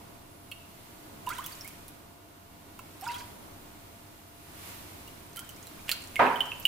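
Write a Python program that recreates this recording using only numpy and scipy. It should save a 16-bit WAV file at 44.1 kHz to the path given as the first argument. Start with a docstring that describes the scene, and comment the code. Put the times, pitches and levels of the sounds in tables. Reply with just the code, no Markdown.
"""Liquid glugs, plinks and spatters as soy sauce and stock are tipped into a glass bowl of sauce and stirred.
Ringing air bubbles make the glugs, froth and burble; short noise clicks make the slaps; gusting noise is the splash.
Glass clacks are clicks with brief modes. A wooden spoon knocks the bowl once on its wooden board: thud plus modes.
Nearby surfaces and a small kitchen echo the liquid and clacks. Behind lie rumble, soft hiss and an appliance hum,
with a faint thin whine that comes and goes."""
import sys
import numpy as np
from scipy import signal
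from scipy.fft import rfft, irfft
from scipy.io import wavfile

SR = 44100
rng = np.random.default_rng(int(sys.argv[2]) if len(sys.argv) > 2 else 0)


def materialize(psi):
    """Save the field psi as 16-bit PCM at rate SR to the path in sys.argv[1].

    A 1-D psi becomes a single channel; in a 2-D psi each row is a channel.
    """
    bounded = np.clip(np.atleast_2d(psi).T, -1, 1)
    quanta = np.round(bounded * 32767).astype(np.int16)
    wavfile.write(sys.argv[1], SR, quanta)


N = 294147
T = np.arange(N) / SR


def undb(db):
    """Decibels to gain."""
    return 10 ** (np.asarray(db) / 20)


def unit(x):
    """Scale to rms 1."""
    return x / np.sqrt(np.mean(x ** 2))


def fade(t, t60):
    """Free decay, 60 dB in t60 seconds."""
    return np.exp(-np.log(1000) * t / t60)


def add(out, s, sound):
    """Mix a sound in at time s."""
    i = int(s * SR)
    out[..., i:i + sound.shape[-1]] += sound[..., :max(N - i, 0)]


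def colour(x, points):
    """Filter by a spectrum of (f/Hz, level/dB) points, joined on a log frequency axis."""
    hz, db = np.transpose(points)
    f = np.fft.rfftfreq(x.shape[-1], 1 / SR)
    gain = undb(np.interp(np.log(f + 1), np.log(hz), db))
    return irfft(rfft(x) * gain, x.shape[-1])


def band(x, hz, kind, order=2):
    """Butterworth filter."""
    hz = np.minimum(hz, SR / 2 - 1000)
    return signal.sosfilt(signal.butter(order, hz, kind, fs=SR, output="sos"), x)


def pan(db):
    """Channel gains for a left-minus-right level."""
    return undb(np.array([[db], [-db]]) / 2)


def stereo_noise(side_db, wide_hz):
    """Noise that is alike in both channels in the bass and spreads out above wide_hz."""
    mid, side = rng.standard_normal((2, N))
    side = undb(side_db) * band(side, wide_hz, "high", order=1)
    return mid + side * np.array([[1], [-1]])


def bubble(hz, t60, rise, wobble, onset=0.057):
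    """A pocket of air pinches off and rings; its pitch glides by rise octaves/s and wobbles as it deforms."""
    t = T[:int(t60 * SR) + 2]
    swing = (1 - np.exp(-t / (onset * t60))) * fade(t, t60)
    shape = np.interp(t, np.linspace(0, t60, len(wobble)), wobble)
    pitch = np.minimum(hz * 2 ** (rise * t + shape), SR / 2)
    phase = 2 * np.pi * np.cumsum(pitch) / SR
    return swing / swing.max() * np.sin(phase)


def plink(hz, t60, rise, wobble_octave_s=.0009, max_wobble_octaves=.05):
    """One bubble; the sooner it dies, the rougher its pitch, up to a limit."""
    depth = min(wobble_octave_s / t60, max_wobble_octaves)
    return bubble(hz, t60, rise, depth * rng.standard_normal(size=48))


def slap(hz, broad, broad_hz, t60=0.011, spread=1.48, gain_db=6):
    """An impact: a short broad click above broad_hz plus a bright band around hz, set to a fixed energy."""
    t = T[:1024]
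    burst = rng.standard_normal(len(t)) * fade(t, t60)
    bright = band(burst, [hz / spread, hz * spread], "band")
    click = bright + broad * band(burst, broad_hz, "high", order=1)
    return undb(gain_db) * click / np.linalg.norm(click)


# large pockets of air dragged under by the stream or the spoon, before the kitchen's echo:
# t/s, peak level/dB, f/Hz, t60/s, pitch glide/(octaves/s)
GLUGS = [(1.271, -26.5, 973, .057, 3.5), (1.301, -31, 1262, 0.081, 12), (1.315, -40.5, 1904, 0.072, 26.5),
         (1.379, -42, 1490, 0.049, 3), (1.385, -33, 947, .085, 16.5), (1.646, -44.5, 2063, 0.079, 9.5),
         (3.022, -37, 720, .13, 9), (3.066, -31, 1480, 0.023, -10), (3.066, -29.5, 943, 0.23, 0.5),
         (3.087, -35, 2690, 0.025, 2.5), (5.373, -42, 1375, 0.12, 0.5), (6.163, -23.5, 2160, 0.053, -1.5)]


def glugs():
    """Large air pockets ring and glide, most of them upwards, as they near the surface."""
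    out = np.zeros(N)
    for s, db, hz, t60, rise in GLUGS:
        add(out, s, undb(db) * plink(hz, t60, rise))
    return out


# drops that slap the sauce and trap a bubble under it; the slap's own gain comes on top:
# t/s, slap level/dB, bubble peak level/dB, bubble f/Hz, ring to -60 dB/cycles
DROPS = [(1.266, -32, -36.5, 2830, 50), (1.290, -20, -46, 3380, 64), (1.3834, -25, -39.5, 3040, 88),
         (1.441, -26, -41.5, 3320, 100), (1.4617, -17.5, -41, 2950, 70), (1.52, -30, -45, 4540, 180),
         (1.6087, -35, -34, 5440, 56), (1.6452, -30, -50, 2100, 40), (1.676, -24.5, -51, 2400, 50),
         (1.8809, -28.5, -62, 4270, 59), (3.0106, -27.5, -45, 5500, 50), (3.0754, -32, -40, 4970, 100),
         (3.143, -30, -38.5, 3310, 120), (3.2, -40, -48, 2370, 60), (5.0756, -33, -47.5, 2860, 90),
         (5.360, -25, -46, 2100, 12), (5.3685, -21.5, -39, 3060, 230), (5.3916, -20.5, -42, 3080, 63),
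         (5.491, -27, -42, 3020, 54), (5.669, -29, -44.5, 3960, 51), (6.157, -24, -22, 2680, 11.5),
         (6.265, -36, -24.5, 2600, 40), (6.358, -31, -27, 3040, 41), (6.405, -24, -15.5, 3030, 71),
         (6.517, -46, -24.5, 2640, 32), (6.5985, -31, -31.5, 11950, 60), (6.652, -14.5, -10, 2870, 50)]


def drops(slap_lag_s=.0008, bubble_lag_s=.0009, rise_octaves_per_s=2.3):
    """Each drop slaps the surface, and its crater closes over a small bubble."""
    out = np.zeros(N)
    for s, slap_db, bubble_db, hz, cycles in DROPS:
        impact = slap(hz=11540, broad=1.0, broad_hz=3500)
        add(out, s + slap_lag_s, undb(slap_db) * impact)
        trapped = plink(hz, cycles / hz, rise_octaves_per_s)
        add(out, s + bubble_lag_s, undb(bubble_db) * trapped)
    return out


# gushes of soy sauce, of stock and off the spoon, which churn the liquid:
# t/s, share of full churn, time from start to settling/s, settling time constant/s
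GUSHES = [(1.255, .78, 0.093, .17), (3.002, .75, .19, 0.034), (5.35, 0.39, .04, .03),
          (5.863, 1, 0.045, 0.044)]


def churning(attack_s=.028, stir_s=5.0, stir_build_s=0.88, stir_churn=0.17):
    """Agitation of the liquid: each gush rises, holds and settles, on top of steady stirring that builds up."""
    churn = stir_churn * np.clip((T - stir_s) / stir_build_s, 0, 1)
    for s, share, hold, settle in GUSHES:
        attack = np.clip((T - s) / attack_s, 0, 1)
        churn = churn + share * attack * np.exp(-np.maximum(T - s - hold, 0) / settle)
    return churn


def fizz(churn, count, low_hz, high_hz, cycles, gain_db, scatter_db, tilt_db):
    """A swarm of bubbles in a range of sizes; a harder churn whips in more of them, and louder ones."""
    out = np.zeros(N)
    for when, chance, size, strength in rng.random((count, 4)):
        share = churn[int(when * N)]
        if chance < share:
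            hz = low_hz * (high_hz / low_hz) ** size
            # most stay near the base level, a few stand out
            db = gain_db + tilt_db * size - scatter_db * np.log(max(strength, .02))
            ring = bubble(hz, cycles / hz, 13.7, [0, 0])
            add(out, when * N / SR, undb(db) * np.sqrt(share) * ring)
    return out


def spray(churn, count=400, db=-35, scatter_db=4.5):
    """Fine droplets thrown up by the churn fall back at random."""
    out = np.zeros(N)
    for when, chance, strength in rng.random((count, 3)):
        if chance < churn[int(when * N)]:
            level = undb(db + scatter_db * (2 * strength - 1))
            add(out, when * N / SR, level * slap(hz=7000, broad=.5, broad_hz=2500))
    return out


def splash(churn, db=-50, low_hz=800, high_hz=6000, flutter_hz=35, flutter_db=6.5):
    """The stream tears the surface: a wet hiss that comes in quick, uneven spurts."""
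    spurts = undb(flutter_db * unit(band(rng.standard_normal(N), flutter_hz, "low")))
    wet = band(rng.standard_normal(N), [low_hz, high_hz], "band", order=1)
    return undb(db) * churn ** 2 * unit(spurts * wet)


# light clacks of cup, jug and spoon against glass; the click's own gain comes on top:
# t/s, click level/dB, ring peak level/dB, brightest f/Hz, t60/s
CLACKS = [(.5143, -28, -31, 2490, .035), (2.79, -31, -34.5, 1620, 0.028), (5.882, -31, -32, 2440, 0.0099),
          (5.892, -13.5, -15, 2270, 0.0045), (5.914, -10, -15, 4140, 0.013)]
# ringing modes shared by the clacks: f/Hz, relative level/dB
CLACK_MODES = [(1040, 5.5), (1340, -4), (2250, -10), (2660, -0.5), (2840, 0.5), (3200, -1.5), (3750, -8),
               (4260, 1), (4650, -1)]


def clacks(focus_octaves=0.63, lag_s=0.00091):
    """A hard contact clicks and rings briefly; each one favours the modes near its own brightest pitch."""
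    out, t = np.zeros(N), T[:SR // 10]
    hz, db = np.transpose(CLACK_MODES)
    modes = np.sin(2 * np.pi * hz[:, None] * t)
    for s, click_db, ring_db, bright_hz, t60 in CLACKS:
        gain = undb(db) * np.exp(-(np.log2(hz / bright_hz) / focus_octaves) ** 2)
        ring = gain @ modes * fade(t, t60) * (1 - fade(t, t60 / 2))
        add(out, s + lag_s, undb(click_db) * slap(hz=10700, broad=2.4, broad_hz=2500))
        add(out, s + lag_s, undb(ring_db) * ring / np.abs(ring).max())
    return out


# lasting modes of bowl and board under the spoon's knock: f/Hz, relative level/dB
BOWL_MODES = [(252.5, -12), (418, -7.5), (554, -7.5), (710, -7.5), (845, -17), (930, -1), (974, 0.5),
              (1015, -14), (1227, -6), (1271, -6.5), (1351, -11.5), (1524, -14.5), (1605, -9), (2158, -29),
              (2455, -12.5)]
# spectrum of the dense thud between those modes: f/Hz, relative level/dB
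THUD = [(35, -50), (70, -29), (150, -12), (250, -5.5), (450, -6), (700, -5), (960, 2), (1150, -5),
        (1500, -7.5), (2000, -12.5), (2600, -18), (3400, -26), (6000, -43.5), (16000, -55)]


def knock(knock_s=6.1925, thud_db=-18.0, thud_t60=0.65, ring_db=-21, ring_t60=0.62, bass_t60=0.46,
          bass_hz=450, onset_t60=0.0027, pan_db=-4, phase_spread=0.5):
    """The spoon hits the bowl on its board: a dense, dull thud and a few lasting modes."""
    out, t = np.zeros((2, N)), T[:SR]
    noise = stereo_noise(-1.2, 1100)[:, :SR]
    # the board damps the bass sooner than the rest
    bass = band(noise, bass_hz, "low", order=1)
    decaying = bass * fade(t, bass_t60) + (noise - bass) * fade(t, thud_t60)
    blow = decaying * (1 - fade(t, onset_t60))
    thud = colour(blow, THUD) / np.std(colour(rng.standard_normal(SR), THUD))
    hz, db = np.transpose(BOWL_MODES)
    gain = undb(db) / np.linalg.norm(undb(db))
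    # each mode reaches the two channels by its own paths
    phase = rng.uniform(0, 2 * np.pi, (len(hz), 1)) + phase_spread * rng.standard_normal((2, len(hz), 1))
    modes = np.sqrt(2) * gain @ np.sin(2 * np.pi * hz[:, None] * t + phase)
    # soft wood sets the modes going over a few ms
    ring = modes * fade(t, ring_t60) * (1 - fade(t, 0.038))
    add(out, knock_s, undb(thud_db) * thud + undb(ring_db) * ring)
    # only the shorter waves favour one side
    return out + (pan(pan_db) - 1) * band(out, 350, "high", order=1)


# echoes from nearby surfaces, before their bass is cut: delay/s, left gain, right gain
ECHOES = [(.005, 0.045, 0.83), (.0083, 0.25, 0.41), (0.0142, .1, .24)]


def kitchen(x, pan_db=-4, tail_db=-6, t60=0.57, treble_db=-8, treble_t60=0.1, split_hz=5000, echo_hz=1800):
    """Direct sound, a few bright echoes, then a diffuse tail whose treble dies first."""
    t = T[:SR]
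    early = np.zeros((2, SR))
    for delay, left, right in ECHOES:
        early[:, int(delay * SR)] = left, right
    response = band(early, echo_hz, "high", order=1)
    response[:, :1] += pan(pan_db)
    build = 1 - np.exp(-t / 0.016)
    for kind, db, decay in (("low", tail_db, t60), ("high", treble_db, treble_t60)):
        tail = unit(rng.standard_normal((2, SR)) * build * fade(t, decay)) / np.sqrt(SR)
        response += undb(db) * band(tail, split_hz, kind)
    return signal.fftconvolve(x[None], response, axes=1)[:, :N]


# slow level moves of the background, before the trims below: t/s, rumble level/dB, hiss level/dB
BACKGROUND_DB = [(0.0, -51.5, -60), (0.36, -55.5, -62.5), (0.83, -55, -59), (1.27, -50, -58.5),
                 (1.5, -53, -53), (1.9, -53.5, -59.5), (2.17, -56, -63.5), (2.46, -56, -63),
                 (3.26, -51.5, -56), (3.37, -51, -58.5), (4.35, -56.5, -61), (4.69, -51, -53),
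                 (5.31, -53.5, -58.5), (5.85, -52, -55.5)]
# spectrum of the low room noise: f/Hz, relative level/dB
RUMBLE = [(12, -34), (20, 1.5), (43, -12), (98, 0.5), (124, -5.5), (146, -5), (185, -6.5), (312, -5.5),
          (481, -13.5), (677, -11.5), (728, -15), (955, -13), (1500, -23), (1950, -32), (3300, -120)]
# spectrum of the soft hiss: f/Hz, relative level/dB
HISS = [(590, -21), (1000, -2), (1710, -3.5), (2150, -2), (4120, -5.5), (5900, -8.5), (11600, -6.5),
        (15100, -5.5), (16000, -32)]
# tones of the appliance hum: f/Hz, rms level/dB
HUM = [(96.9, -65.5), (263.8, -82), (301.5, -66.5), (689.1, -66), (942, -77.5), (1437, -74.5),
       (2191, -83.5), (2789, -78)]


def background(rumble_db=2.0, hiss_db=5.0, waver_rad=0.62, rush_s=4.68, rush_width_s=0.095, rush_db=3):
    """Low room noise and hiss swell and sink, with one soft rush; an appliance hums, wavering in phase."""
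    s, *columns = np.transpose(BACKGROUND_DB)
    low_db, high_db = (np.interp(T, s, c) for c in columns)
    rush = rush_db * np.exp(-((T - rush_s) / rush_width_s) ** 2)
    rumble = unit(colour(stereo_noise(2.65, 600), RUMBLE)) * undb(low_db + rumble_db) * pan(-0.4)
    hiss = unit(colour(stereo_noise(0.45, 540), HISS)) * undb(high_db + hiss_db + rush) * pan(-2.0)
    hum = 0
    for hz, db in HUM:
        drift = unit(band(rng.standard_normal(N), 4.2, "low"))
        hum = hum + undb(db) * np.sqrt(2) * np.sin(2 * np.pi * hz * T + waver_rad * drift)
    return rumble + hiss + hum


# short runs of a thin whine: t/s, length/s
WHINE_RUNS = [(.3, 0.3), (3.1, 0.39), (4.344, 0.41), (5.78, 0.55)]


def thin_whine(hz=10150, width_hz=300, db=-66):
    """A faint, high whine: a narrow band of noise that fades in and out quickly."""
    running = sum((T > s) & (T < s + length) for s, length in WHINE_RUNS)
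    whine = unit(band(stereo_noise(0, 800), [hz - width_hz / 2, hz + width_hz / 2], "band"))
    return undb(db) * whine * band(1. * running, 23, "low")


def scene():
    """Liquid sounds and clacks in the kitchen, the knock, the background and the whine."""
    churn = churning()
    froth = fizz(churn, count=9000, low_hz=1008, high_hz=12100, cycles=26.7,
                 gain_db=-54.5, scatter_db=3.5, tilt_db=2)
    burble = fizz(churn ** 2, count=900, low_hz=1206, high_hz=5000, cycles=70,
                  gain_db=-45.5, scatter_db=2.5, tilt_db=0)
    liquid = glugs() + drops() + froth + burble + spray(churn) + splash(churn)
    return kitchen(liquid + clacks()) + knock() + background() + thin_whine()


def record(dry, top_hz=16000):
    """A steep low-pass cuts the top of the treble."""
    return signal.sosfilt(signal.ellip(10, .2, 80, top_hz, fs=SR, output="sos"), dry)


dry = scene()
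out = record(dry)
materialize(out)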